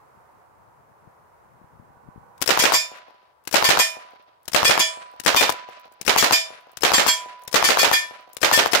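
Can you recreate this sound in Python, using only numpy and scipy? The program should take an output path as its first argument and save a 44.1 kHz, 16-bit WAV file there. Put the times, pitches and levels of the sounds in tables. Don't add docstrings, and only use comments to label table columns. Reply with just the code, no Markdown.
import sys
import numpy as np
from scipy import signal
from scipy.fft import rfft, irfft, next_fast_len
from scipy.io import wavfile
from scipy.ndimage import uniform_filter1d, map_coordinates

SR = 44100
rng = np.random.default_rng(int(sys.argv[2]) if len(sys.argv) > 2 else 0)


def unload_wav(signal):
    wavfile.write(
        sys.argv[1],
        SR,
        np.round(np.clip(np.atleast_2d(signal).T, -1, 1) * 32767).astype(np.int16),
    )


N = 388080

# (frequency [Hz], level [dB])
AIR_SPECTRUM = [(18, -44), (30, -12), (65, -6), (101, -6), (268, -17), (306, -10), (506, -5), (659, -4),
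                (953, 0), (1800, -15), (3380, -32), (15000, -32.5)]
# (time [s], near air [dB], far air [dB], buffet [dB], whistle [dB])
WIND_LEVELS = [(0, -54.5, -53.5, -42, -73), (.6, -56.5, -55.5, -36.5, -78), (1.2, -55.5, -55.5, -40, -85),
               (1.7, -55.5, -55, -34.5, -64), (2.1, -56.5, -55, -30, -53),
               (2.401, -53.5, -54.5, -37, -50.5), (3.299, -53.5, -57.5, -61.5, -80.5),
               (8.8, -63, -52.5, -62, -56)]
# (frequency [Hz], width [Hz], level [dB])
WHISTLE_BANDS = [(500, 60, -7), (800, 70, -3), (975, 60, 0), (1120, 80, -6), (1490, 45, -7)]
# (time [s], level [dB], frequency [Hz])
GUSTS = [(1.075, -31, 151), (1.615, -34, 195), (1.643, -32, 140), (1.798, -25.5, 129), (1.904, -34, 110),
         (1.97, -36, 140), (2.087, -24, 177), (2.16, -27, 203), (2.178, -23.5, 119)]
# (time [s], level [dB])
CASE_LANDINGS = [(2.972, -37), (3.438, -43), (4.106, -43), (4.224, -48), (4.430, -42), (5.113, -40),
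                 (5.695, -37), (5.796, -33.5), (5.852, -46), (5.922, -33), (6.607, -40), (6.716, -33),
                 (7.393, -42), (7.419, -32), (7.435, -27), (8.208, -40), (8.291, -44), (8.331, -21.5)]
# (frequency [Hz], level [dB], decay [factor])
BODY_MODES = [(500, -8, .6), (1800, -12, .3), (4900, -5, .4), (5250, 0, .5), (5600, -3, .45),
              (5950, -6, .4), (7600, -9, .3), (9300, -7, .4)]
# (time [s], bolt release [dB], round stripped off the magazine [dB])
TRIGGER_PULLS = [(2.422, 9, -5.5), (3.473, -3, -15), (4.479, -3.5, -18), (5.198, -6.5, -18.5),
                 (6.012, -6, -15), (6.77, -7.5, -18), (7.476, -7, -18), (8.367, -7, -21), (8.675, -7, -15)]
# (time [s], level [dB])
CATCH_TICKS = [(2.378, -39), (2.406, -32), (2.416, 3), (2.438, -20), (2.723, 8.5), (3.451, -30.5),
               (4.454, -29.5), (5.497, 9), (5.513, -23), (5.521, -4.5), (7.067, 5)]
# (time [s], clang [dB], across [0-1], up [0-1])
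PLATE_HITS = [(2.59, -4, .62, 0.19), (2.735, -2.5, 0.41, 0.86), (3.642, -4, .86, 0.65),
              (3.79, -1.5, 0.33, 0.89), (4.646, -4, 0.15, .52), (4.793, -6, 0.15, 0.71),
              (5.362, -3.5, 0.42, 0.59), (6.176, -2.5, .38, .18), (6.323, -1.5, 0.82, .86),
              (6.935, -1, .36, 0.42), (7.077, -4, 0.364, 0.67), (7.641, -3, .38, .5),
              (7.786, -4.5, 0.39, 0.52), (7.928, -5.5, 0.86, 0.53), (8.528, -2.5, .88, .52)]
# (frequency [Hz], near level [dB], far level [dB], t60 [s])
PLATE_MODES = [(646, -29, -31, 0.39), (991, -38, -33, 1.1), (1786, -15, -29, 0.28), (2346, -16, -23, 0.32),
               (2436, -19, -9, 0.25), (3023, -22, -22, 0.28), (3280, -15, -17, 0.19),
               (3365, -19, -18, 0.22), (3580, -17, -29, 0.3), (4916, -20, -8, 0.2), (5367, -22, -16, 0.25),
               (2190, -26, -22, 0.21), (4230, -55, -47, 0.7), (4339, -21, -19, 0.16),
               (4538, -26, -24, 0.26), (5141, -25, -23, 0.23), (5455, -29, -13, 0.19),
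               (5612, -22, -22, 0.19), (6192, -23, -16, 0.19), (6883, -22, -17, 0.2),
               (7045, -35, -22, 0.26), (7200, -26, -27, 0.28), (7407, -19, -15, 0.19),
               (8290, -54, -37, 0.4), (8833, -34, -21, 0.17), (9184, -25, -29, 0.22),
               (10974, -34, -48, 0.42), (11818, -35, -49, 0.33), (13060, -13, -24, 0.14),
               (14686, -26, -44, 0.24)]
NODAL_LINES = [(1, 1), (2, 3), (1, 2), (4, 4), (4, 2), (4, 3), (3, 3), (1, 4), (4, 5), (4, 6), (4, 1)]
# (frequency [Hz], level [dB])
SPLASH_SPECTRUM = [(120, -62), (200, -3.5), (1220, -5), (2510, -5.5), (3310, -8.5), (3770, -8), (4700, -7),
                   (15000, -19.5), (16500, -45)]
# (frequency [Hz], t60 [s])
SPLASH_T60 = [(400, 0.084), (2000, 0.18), (6000, 0.25), (15000, 0.17)]
# (time [s], blast [dB], bolt closing [dB])
ROUNDS = [(2.49, 0.5, 7), (2.637, 1.5, 6), (3.541, 2.5, -2), (3.689, 3.5, -0.5), (4.546, 1.5, -4),
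          (4.693, 1.5, 7.5), (5.262, 2.5, -12.5), (5.409, 1, 2.5), (6.078, 1.5, -7), (6.225, 1.5, -1),
          (6.834, 2.5, -7), (6.980, 0, -3), (7.542, 2, -6.5), (7.688, 1, 0), (7.830, 1.5, 5),
          (8.430, 2, -3), (8.576, 2.5, 8.5), (8.733, 2, -1.5)]
# (frequency [Hz], level [dB])
NEAR_BLAST = [(24, -46.5), (40, -17.5), (593, 0), (1030, -8), (1470, -5), (2370, -8), (7950, -17),
              (12800, -25.5), (15300, -19), (16500, -51.5)]
# (frequency [Hz], level [dB])
FAR_BLAST = [(24, -45.5), (40, -22), (206, -11), (656, 2), (2560, 0.5), (5050, -3.5), (6830, -8),
             (8790, -16), (14900, -18.5), (16500, -42)]
# (frequency [Hz], t60 [s])
ROCK_T60 = [(100, 0.028), (600, 0.29), (2500, 0.23), (8000, 0.19), (15000, 0.17)]
# (frequency [Hz], level [dB])
SLOPE_SPECTRUM = [(35, -73.5), (60, -46.5), (283, -35.5), (674, -4), (906, -33), (993, -12.5), (1060, -9),
                  (2420, -11.5), (14000, -40)]
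# (frequency [Hz], t60 [s])
SLOPE_T60 = [(150, 0.2), (700, 1.32), (2000, 1), (5000, 1.15), (12000, 0.21)]
# (near delay [s], far delay [s], near level [dB], far level [dB], pitch [factor])
BANK_ECHOES = [(.0830, .0920, 10.5, 0, 0.948), (.277, .285, -18.5, -28.5, 0.69),
               (0.443, .447, -29.5, -35.5, .7), (.468, .46, -31.5, -39, 0.81), (.505, .51, -35, -46, .65),
               (.59, .6, -39, -41.5, .65)]

FAR_S, PLATE_FAR_S = .015, .007
# (t60 [s], body ring [dB])
RELEASE, STRIP, CLOSE, REAR, TICK = (.027, -8), (.04, -10), (.06, 1), (.03, -16), (.026, -9)


def amp(db):
    return 10 ** (np.asarray(db) / 20)


def unit(x):
    return x / np.sqrt(np.mean(x ** 2) + 1e-20)


def along(points, hz):
    f, v = np.transpose(points)
    return np.interp(np.log(hz + 1), np.log(f + 1), v)


def filtered(x, response):
    m = next_fast_len(N + SR // 4)
    return irfft(rfft(x, m) * response(np.fft.rfftfreq(m, 1 / SR)), m)[..., :N]


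def add(track, s, sound):
    part = track[round(s * SR):][:len(sound)]
    part += sound[:len(part)]


def wobble(rate, size=N):
    knots = rng.standard_normal(int(size * rate / SR) + 4)
    return map_coordinates(knots, [np.arange(size) * rate / SR])


def lumps(size, rate, depth_db):
    return amp(depth_db * wobble(rate, size))


def dying_noise(spectrum, decays, size, rise_s):
    hz, t, bands = signal.stft(rng.standard_normal(size), SR, nperseg=256)
    colour = unit(amp(along(spectrum, hz)))[:, None]
    decay = amp(-60 * t / along(decays, hz)[:, None])
    noise = signal.istft(bands * colour * decay, SR, nperseg=256)[1][:size]
    return noise * (1 - np.exp(-np.arange(size) / SR / rise_s))


def ring(modes, size, spread_db, stretch=1):
    hz, db, t60 = np.transpose(modes)[:, :, None]
    t = np.arange(size) / SR
    strength, phase, detune = rng.standard_normal((3, len(modes), 1))
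    twin = .45 * (hz > 1500) * np.sin(2 * np.pi * hz * (1 + .004 * detune) * t)
    wave = np.sin(2 * np.pi * hz * t + 3 * phase) + twin
    return np.sum(amp(db + spread_db * strength - 60 * t / (t60 * stretch)) * wave, 0)


def wind():
    times, *levels = np.transpose(WIND_LEVELS)
    near_db, far_db, buffet_db, whistle_db = [np.interp(np.arange(N) / SR, times, db) for db in levels]
    air = unit(filtered(rng.standard_normal((2, N)), lambda hz: amp(along(AIR_SPECTRUM, hz))))
    push = amp(buffet_db + 4.4 * wobble(23)) * rng.standard_normal(N)
    buffet = filtered(push, lambda f: 90j * f / (115 ** 2 - f * f + 90j * f) / (1 + (f / 450) ** 2))
    t = np.arange(SR // 20) / SR
    for s, db, hz in GUSTS:
        add(buffet, s, amp(db) * np.exp(-t / .0026) * np.sin(2 * np.pi * hz * t))
    tone = filtered(rng.standard_normal(N), lambda f: sum(
        amp(db) / (1 + (2 * (f - hz) / width) ** 2) for hz, width, db in WHISTLE_BANDS))
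    air *= amp([near_db + .63 * wobble(9.9), far_db + .62 * wobble(2.6)])
    whistle = amp(whistle_db + 1.9 * wobble(3.2)) * unit(tone)
    return air + [buffet, whistle]


def cases():
    near, t = np.zeros(N), np.arange(SR // 30) / SR
    for s, db in CASE_LANDINGS:
        bright = np.diff(rng.standard_normal(len(t) + 1))
        add(near, s, bright * amp(db - 60 * t / .02) * (1 - np.exp(-t / .0012)))
    return np.array([near, amp(-8) * np.roll(near, round(FAR_S * SR))])


def bolt():
    near, t = np.zeros(N), np.arange(SR // 10) / SR
    contacts = ([(s, db, *RELEASE) for s, db, _ in TRIGGER_PULLS]
                + [(s + .037, db, *STRIP) for s, _, db in TRIGGER_PULLS]
                + [(s - .0155, db, *CLOSE) for s, _, db in ROUNDS]
                + [(s + .092, -9, *REAR) for s, *_ in ROUNDS]
                + [(s, db, *TICK) for s, db in CATCH_TICKS])
    for s, db, t60, ring_db in contacts:
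        decay = amp(-60 * t / t60) + amp(-31 - 60 * t / .16)
        rattle = uniform_filter1d(rng.standard_normal(len(t)), size=2) * decay
        rise = (1 - np.exp(-t / (.035 * t60))) ** 2
        swell = lumps(len(t), 400, depth_db=2) * rise
        body = amp(ring_db) * ring(BODY_MODES, len(t), spread_db=3, stretch=t60)
        add(near, s, amp(db) * (body + rattle) * swell)
    dull = filtered(near, lambda hz: 1 / (1 + (hz / 6000) ** 2))
    return np.array([near, amp(-12.5) * np.roll(dull, round(FAR_S * SR))])


def plate():
    out, t = np.zeros((2, N)), np.arange(SR * 4 // 5) / SR
    hz, near_db, far_db, t60 = np.transpose(PLATE_MODES)
    dense_hz = rng.uniform(600, 15800, size=170)
    dense_t60 = along(SPLASH_T60, dense_hz) * rng.uniform(.6, 1.3, size=170)
    dense_modes = np.transpose([dense_hz, along(SPLASH_SPECTRUM, dense_hz), dense_t60])
    dense = ring(dense_modes, len(t), spread_db=2)
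    dense /= np.std(dense[:SR // 50])
    ends = [s for s, *_ in PLATE_HITS[1:]] + [N / SR]
    for (s, clang_db, across, up), end in zip(PLATE_HITS, ends):
        gate = (1 - np.exp(-t / .01)) * np.clip((end - s - t) / .004, 0, 1)
        shape = [np.cos(np.pi * m * across) * np.cos(np.pi * n * up) for m, n in NODAL_LINES]
        shape_db = 21.5 + 20 * np.log10(np.abs(shape) + .053)
        strike_db = np.r_[shape_db, rng.normal(8, 5, size=len(hz) - len(shape))]
        for mic, mode_db in enumerate((near_db, far_db)):
            clear = gate * ring(np.transpose([hz, mode_db + strike_db, t60]), len(t), spread_db=1)
            blow = rng.standard_normal(400) * np.exp(-t[:400] / .0027)
            clang = signal.fftconvolve(dense, blow / np.linalg.norm(blow))[:len(t)]
            splash = 1.17 * dying_noise(SPLASH_SPECTRUM, SPLASH_T60, len(t), rise_s=.00016)
            add(out[mic], s + mic * PLATE_FAR_S, clear + amp(clang_db + .5 * mic) * (clang + splash))
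    return out


def bank_slap(pitch):
    progress = np.linspace(0, 1, round(.0038 * SR / max(pitch, .7)))
    hz = pitch * 2100 * (520 / 2100) ** progress
    grit = .98 * pitch ** 3 * uniform_filter1d(rng.standard_normal(SR // 50), size=5)[:len(hz)]
    return (grit - np.sin(2 * np.pi * np.cumsum(hz) / SR)) * np.sin(np.pi * progress ** 1.44)


def gun(thump_s=.00047):
    out, t = np.zeros((2, N)), np.arange(SR // 2) / SR
    thump = (1 - t / thump_s) * np.exp(-t / thump_s)
    for s, blast_db, _ in ROUNDS:
        for mic, spectrum in enumerate((NEAR_BLAST, FAR_BLAST)):
            arrival = s + mic * FAR_S
            front = 1 + (1.3, .8)[mic] * np.exp(-t / (.006, .009)[mic])
            scatter = front * lumps(len(t), 700, depth_db=2.3)
            scatter *= dying_noise(spectrum, ROCK_T60, len(t), rise_s=(.0004, .0012)[mic])
            slopes = lumps(SR, 60, depth_db=3.5) * lumps(SR, 300, depth_db=2)
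            slopes *= dying_noise(SLOPE_SPECTRUM, SLOPE_T60, SR, rise_s=.023)
            far_ridge = slopes[:len(t)] * np.exp(-t / .047)
            blast = scatter + amp((-4.5, -8.5)[mic]) * thump
            add(out[mic], arrival, amp(blast_db + 3 * mic) * blast)
            add(out[mic], arrival, amp((-24, -25)[mic]) * slopes)
            add(out[mic], s + .3, amp((-27, -28)[mic]) * far_ridge)
            for near_s, far_s, near_db, far_db, pitch in BANK_ECHOES:
                echo_db = (near_db, far_db)[mic] + rng.normal(0, 1)
                add(out[mic], s + (near_s, far_s)[mic], amp(echo_db) * bank_slap(pitch))
    return out


def scene():
    return gun() + plate() + bolt() + cases() + wind()


def record(dry, duck_db=-10, recover_s=1.6, low_hz=45, top_hz=15900):
    n = np.arange(N)
    last_loud = np.maximum.accumulate(np.where(np.abs(dry).max(0) > .6, n, -99 * SR))
    gain_db = duck_db * np.exp(-(n - last_loud) / SR / recover_s)
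    ducked = dry * amp(uniform_filter1d(gain_db, size=21))
    pole = np.exp(-1 / (.0077 * SR))
    power = signal.lfilter([1 - pole], [1, -pole], ducked ** 2)
    squeezed = ducked * (1 + power / .098 ** 2) ** -.22
    rounded = squeezed / (1 + np.abs(squeezed / .9) ** 4) ** (1 / 4)
    return filtered(rounded, lambda hz: 1 / (1 + (hz / top_hz) ** 300) / (1 + (low_hz / (hz + 1)) ** 2))


dry = scene()
out = record(dry)
unload_wav(out)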